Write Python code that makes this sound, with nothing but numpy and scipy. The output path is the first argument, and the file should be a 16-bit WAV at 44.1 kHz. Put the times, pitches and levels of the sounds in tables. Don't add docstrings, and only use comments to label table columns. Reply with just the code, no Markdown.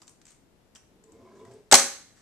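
import sys
import numpy as np
from scipy import signal
from scipy.fft import rfft, irfft
from scipy.io import wavfile
from scipy.ndimage import uniform_filter1d

SR = 44100
rng = np.random.default_rng(int(sys.argv[2]) if len(sys.argv) > 2 else 0)


def unload_wav(signal):
    wavfile.write(
        sys.argv[1],
        SR,
        np.round(np.clip(np.atleast_2d(signal).T, -1, 1) * 32767).astype(np.int16),
    )


def elevation(decibels):
    levels = np.asarray(decibels, float)
    return 10 ** (levels / 20)


N = 97593


def rms_one(x):
    return x / np.sqrt(np.mean(x ** 2) + 1e-20)


def at_hz(points, hz):
    table_hz, value = np.transpose(points)
    return np.interp(np.log(hz), np.log(table_hz), value)


def drift(rate_hz):
    r = np.exp(-80 * np.pi * rate_hz / SR)
    slow = signal.lfilter([1], [1, -2 * r, r * r], rng.standard_normal(N // 40 + 2002))[2000:]
    return np.interp(np.arange(N) / 40, np.arange(len(slow)), rms_one(slow))


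def resonance(x, hz, width_hz):
    r = np.exp(-np.pi * width_hz / SR)
    b = np.array([1, 0, -1]) * (1 - r * r) / 2
    return signal.lfilter(b, [1, -2 * r * np.cos(2 * np.pi * hz / SR), r * r], x + 1e-18)


def ring(x, hz, t60_s):
    r = elevation(-60 / (t60_s * SR))
    w = 2 * np.pi * hz / SR
    return signal.lfilter([0, np.sin(w)], [1, -2 * r * np.cos(w), r * r], x + 1e-18)


def band(x, low_hz, high_hz):
    sos = signal.butter(2, [low_hz, min(high_hz, 0.45 * SR)], "band", fs=SR, output="sos")
    return signal.sosfilt(sos, x + 1e-18)


def grains(shape, rate_per_s, spread_db20):
    size = elevation(spread_db20 * np.minimum(rng.exponential(1, shape), 4)) * rng.choice([-1, 1], shape)
    return rms_one(size * (rng.random(shape) < rate_per_s / SR))


def stereo_bands(likeness, gain):
    out = 0
    edges_hz = 22 * 2 ** np.arange(0, 9.6, 0.5)
    white = rng.standard_normal((2, 2, N))
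    for k, (low_hz, high_hz) in enumerate(zip(edges_hz, edges_hz[1:])):
        mid, side = band(white[k % 2], low_hz, high_hz)
        hz = np.sqrt(low_hz * high_hz)
        alike = np.clip(at_hz(likeness, hz), -1, 1)
        out = out + gain(hz) * (np.sqrt(1 + alike) * mid + np.sqrt(1 - alike) * side * [[1], [-1]])
    return out


def rattle(rows, band_hz, cycles, pan_db, dull_db):
    alike = 0.46
    shared, left, right = grains((3, N), 14000, 1.1)
    spray = np.sqrt(alike) * shared + np.sqrt(1 - alike) * np.array([left, right])
    out = np.zeros((2, N))
    t = np.arange(SR // 4) / SR
    for s, db, length_s, hz, ring_db in rows:
        i = int(s * SR)
        n = min(len(t), N - i)
        rise_s = 0.00014 + 4.2 * length_s ** 2
        shape = (np.exp(-t / length_s) * (1 - np.exp(-t / rise_s)))[:n]
        energy = np.sum(shape ** 2)
        burst = spray[:, i:i + n] * shape
        burst = burst * np.sqrt(energy / np.sum(burst ** 2, axis=1, keepdims=True))
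        t60_s = cycles / hz
        tone = ring(burst, hz, t60_s)
        ring_energy = energy * t60_s * SR / (4 * np.log(1000))
        tone = tone * np.sqrt(ring_energy / np.mean(np.sum(tone ** 2, axis=1)))
        dull = band(burst.mean(axis=0), 550, 2600)
        sound = band(burst, *band_hz) + elevation(dull_db) * dull + elevation(ring_db) * tone
        out[:, i:i + n] += elevation(db) * sound * elevation([[pan_db / 2], [-pan_db / 2]])
    return out


def trap_wire():
    # (time [s], level [dB], rattle length [s], ringing pitch [Hz], ring level [dB])
    contacts = [(1.7134, -13.5, 0.0017, 3794, -18), (1.7154, -16, 0.0019, 7900, -21.5),
                (1.7178, -20, 0.006, 5200, -22), (1.7232, -1.5, 0.0033, 8200, -28),
                (1.7258, -9.5, 0.0061, 6510, -21), (1.7402, -6, 0.0027, 6370, -12),
                (1.7415, -8.5, 0.0019, 4330, -5), (1.7432, -10, 0.0035, 7560, -19),
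                (1.7448, -9, 0.0011, 6430, -21), (1.750, -13, 0.0065, 10080, -9.5),
                (1.7512, -13.5, 0.0025, 6260, -21), (1.7535, -11, 0.003, 7530, -23),
                (1.7558, -16, 0.0021, 6470, -24), (1.760, -18, 0.034, 5845, -29),
                (1.7838, -22.5, 0.0015, 7570, -24.5), (1.7853, -19.5, 0.003, 7700, -24.5),
                (1.7962, -25, 0.0028, 6200, -10)]
    return rattle(contacts, band_hz=(1420, 8200), cycles=36, pan_db=0.1, dull_db=2)


def wooden_base():
    # (time [s], level [dB], pitch [Hz], t60 [s])
    base_knocks = [
        (1.7135, -24.5, 852, .02),
        (1.7243, -6.5, 646, 0.031),
        (1.7315, -4, 821.4, .05),
        (1.7339, -4, 847, 0.016),
        (1.7440, -7.5, 748, 0.019),
    ]
    # (pitch [Hz], level [dB], t60 [s])
    body_modes = [(131, -32, 0.28), (265, -14, .06), (393, -24.5, 0.11), (472, -27.5, 0.18),
                  (552, -25.5, 0.33), (1105, -15, 0.057), (1380, -28, 0.12), (1457, -5.5, 0.036),
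                  (1638, -25, .15), (1804, -18, 0.081), (2095, -13.5, 0.032), (2700, -16.5, 0.02),
                  (3255, -28.5, .2)]
    out, clicks = np.zeros(N), np.zeros(N)
    for s, db, hz, t60_s in base_knocks:
        one = np.zeros(N)
        one[int(s * SR)] = -elevation(db)
        out += ring(one, hz, t60_s)
        clicks += one
    for hz, db, t60_s in body_modes:
        out += elevation(db) * ring(clicks, hz, t60_s)
    return band(out, 218, 6000)


def rolling_ball():
    # (time [s], level [dB])
    roll_level = [
        (0.8, -72.5),
        (1.015, -63),
        (1.152, -56),
        (1.2, -56.5),
        (1.425, -52.5),
        (1.438, -54.5),
        (1.575, -51.5),
        (1.652, -63.5),
        (1.7, -62),
    ]
    # (pitch [Hz], width [Hz], level [dB], peak time [s], spread [s])
    tube_modes = [(100, 30, -6, 1.2, .07), (110, 25, -5, 1.49, .04), (225, 25, -7, 1.23, .07),
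                  (205, 20, -6, 1.4, .06), (332, 16, 1, 1.13, .06), (435, 16, -1, 1.11, .07),
                  (365, 22, -1, 1.28, .07), (410, 18, -1, 1.365, .035), (430, 16, 1, 1.425, .035),
                  (355, 18, -4, 1.43, .06), (392, 18, -1, 1.52, .045), (425, 14, 1, 1.59, .055),
                  (520, 35, -7, 1.52, .03), (545, 40, -11, 1.22, .07), (560, 40, -10, 1.37, .04),
                  (670, 35, -6, 1.49, .035), (665, 30, -10, 1.25, .09), (870, 45, -13, 1.53, .05),
                  (1020, 70, -6, 1.275, .05), (1020, 80, -7, 1.43, .065), (1020, 70, -13, 1.1, .06),
                  (1350, 250, -16, 1.34, .05), (2190, 90, -17, 1.27, .025), (2170, 70, -21, 1.16, .03),
                  (2220, 90, -23, 1.4, .035), (1580, 90, -22, 1.3, .05), (1580, 80, -21, 1.5, .05),
                  (300, 50, -2, .92, .07), (420, 40, -3, .96, .07), (195, 35, -2, .97, .06)]
    evenness = 0.9
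    s, db = np.transpose(roll_level)
    t = np.arange(N) / SR
    bumps = band(grains((2, N), 360, 0.57), 60, 3000)
    body = 0
    for k, (hz, width_hz, level_db, peak_s, spread_s) in enumerate(tube_modes):
        mode = resonance(bumps[k % 2], hz, width_hz * 1.6)
        mode = rms_one(resonance(mode, hz, width_hz * 1.6))
        mode = mode / (uniform_filter1d(mode ** 2, size=2600) + 0.064) ** (evenness / 2)
        swell = np.exp(-np.abs((t - peak_s) / spread_s) ** 3 / 2)
        body = body + elevation(level_db - 0.3 * drift(18)) * swell * mode
    grit = elevation(-8.5 + 1.7 * drift(15)) * rms_one(band(rng.standard_normal(N), 100, 540))
    scrape = elevation(-23) * rms_one(band(rng.standard_normal(N), 1500, 5900))
    return elevation(np.interp(t, s, db, left=-99, right=-99)) * (body + grit + scrape)


def handling_ticks():
    # (time [s], level [dB], length [s], pitch [Hz], ring level [dB])
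    small_contacts = [(.001, -66, 0.012, 7450, -25), (.0175, -48, 0.0024, 5050, -14),
                      (.0215, -56, 0.002, 7500, -9.5), (.021, -58.5, 0.0034, 1300, -7.5),
                      (.026, -64.5, 0.008, 1070, -18), (.031, -55, 0.004, 1060, -26),
                      (.069, -67.5, 0.013, 7400, -2), (.0785, -54, 0.0026, 6950, -3),
                      (.080, -61.5, 0.0026, 4200, -3), (.084, -71.5, .02, 1060, -6.5),
                      (.0935, -59.5, 0.0034, 9000, 0.5), (.215, -51.5, 0.0041, 4960, -37),
                      (.2535, -55, 0.0037, 7300, -7), (.266, -57, 0.0061, 7600, -10),
                      (.277, -63, 0.02, 6700, -7), (.283, -72.5, 0.027, 4260, -9),
                      (.256, -69, 0.03, 2300, -25), (.305, -60, 0.0056, 8800, -6),
                      (.317, -61.5, 0.009, 7900, -12), (.345, -67, 0.0051, 7040, -15),
                      (.7505, -54, 0.0043, 7160, -7), (.756, -58, 0.0034, 3150, 1),
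                      (.7562, -69, .004, 7400, -14), (.759, -58, 0.0034, 5640, -1),
                      (.7645, -48, 0.0022, 7800, -23), (.7695, -65, 0.0032, 7600, -8),
                      (.772, -70, 0.002, 3150, 1), (1.038, -70.5, 0.0038, 7400, 5.5),
                      (1.12, -70.5, 0.0032, 7240, 5.5), (1.35, -71.5, 0.036, 6500, -10),
                      (1.39, -71, 0.031, 3500, -7), (1.4505, -54, .004, 1924, -12.5),
                      (1.452, -65, .004, 1330, -7.5), (1.462, -65.5, 0.035, 2584, -30.5),
                      (1.51, -59.5, 0.017, 7600, -26), (1.536, -74.5, 0.0046, 8500, 6),
                      (2.15, -57, 0.073, 1990, -20.5)]
    return rattle(small_contacts, band_hz=(860, 7000), cycles=18, pan_db=2.5, dull_db=-0.5)


def all_round(x):
    spectrum = rfft(x)
    power = np.abs(spectrum) ** 2 + 1e-12
    broad = uniform_filter1d(power, size=900)
    fine = uniform_filter1d(power, size=40)
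    even = irfft(spectrum * (broad / fine) ** 0.4, len(x))
    return even * (np.arange(len(x)) >= np.argmax(np.abs(x) > 1e-6))


def room_tail():
    # (frequency [Hz], left-right likeness [-1..1])
    tail_alike = [(60, 0.31), (180, 0.95), (540, 0.93), (1600, 0.75), (4800, -0.16), (14400, 0.52)]
    # (frequency [Hz], t60 [s])
    tail_t60 = [(60, 0.15), (250, 0.34), (700, 0.34), (1500, 0.41), (4000, 0.45), (8000, 0.36),
                (14000, 0.36)]
    # (frequency [Hz], level [dB])
    tail_colour = [(60, 1.5), (250, 12.5), (700, -2), (1500, 4), (4000, -2), (8000, 3), (14000, 5.5)]
    late_db, late_slower, build_s = -34.5, 2.9, 0.00067
    t = np.arange(N) / SR

    def decay(hz):
        fall_db = -60 * t / at_hz(tail_t60, hz)
        return elevation(at_hz(tail_colour, hz)) * (elevation(fall_db) + elevation(late_db + fall_db / late_slower))

    tail = stereo_bands(tail_alike, decay) * (1 - np.exp(-t / build_s))
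    return tail / np.sqrt(np.sum(tail ** 2) / 2)


def ports(x):
    # (resonance [Hz], width [Hz], lift [dB])
    port_peaks = [(7900, 1200, 11), (6200, 3100, 9)]
    left, right = [c + (elevation(db) - 1) * resonance(c, hz, width_hz)
                   for c, (hz, width_hz, db) in zip(x, port_peaks)]
    dull = signal.sosfilt(signal.butter(4, 8800, fs=SR, output="sos"), right)
    return np.array([left, dull + elevation(-15) * (right - dull)])


def quiet_floor():
    # (frequency [Hz], level [dB per Hz])
    floor_colour = [(15, -30), (25, -1.5), (158, -3), (242, -2.5), (381, -6.5), (511, -8.5), (1370, -18.5),
                    (13300, -31.5), (14800, -49.5)]
    # (frequency [Hz], left-right likeness [-1..1])
    floor_alike = [(60, 0.24), (240, 0.74), (930, 0.22), (3650, 0.045), (14400, 0.033)]
    level_db, pan_db = -62.5, 3.5
    noise = stereo_bands(floor_alike, lambda hz: elevation(at_hz(floor_colour, hz) + 0.33 * drift(1.3)))
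    return elevation(level_db + np.array([[0.5], [-0.5]]) * pan_db) * rms_one(noise)


def scene():
    wire, wood = trap_wire(), wooden_base()
    ball, ticks = rolling_ball(), handling_ticks()
    sent = elevation(-7.5) * (all_round(wire[0]) + elevation(-3) * wood)
    sent = sent + elevation(-5) * ticks[0] + elevation(-7) * ball
    room = signal.fftconvolve(sent[None], room_tail(), axes=1)[:, :N]
    return ports(wire + wood + ticks + ball + room) + quiet_floor()


def band_limit(x):
    return signal.sosfilt(signal.butter(12, 14950, fs=SR, output="sos"), x)


def record(dry):
    clip_top, cutoff_hz = 1.05, 14200
    late = np.array([np.append([0, 0], dry[0, :-2]), dry[1]])
    flattened = clip_top * np.tanh(late / clip_top)
    low_pass = signal.ellip(10, 1, 50, cutoff_hz, fs=SR, output="sos")
    return band_limit(signal.sosfilt(low_pass, flattened))


dry = scene()
out = record(dry)
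unload_wav(out)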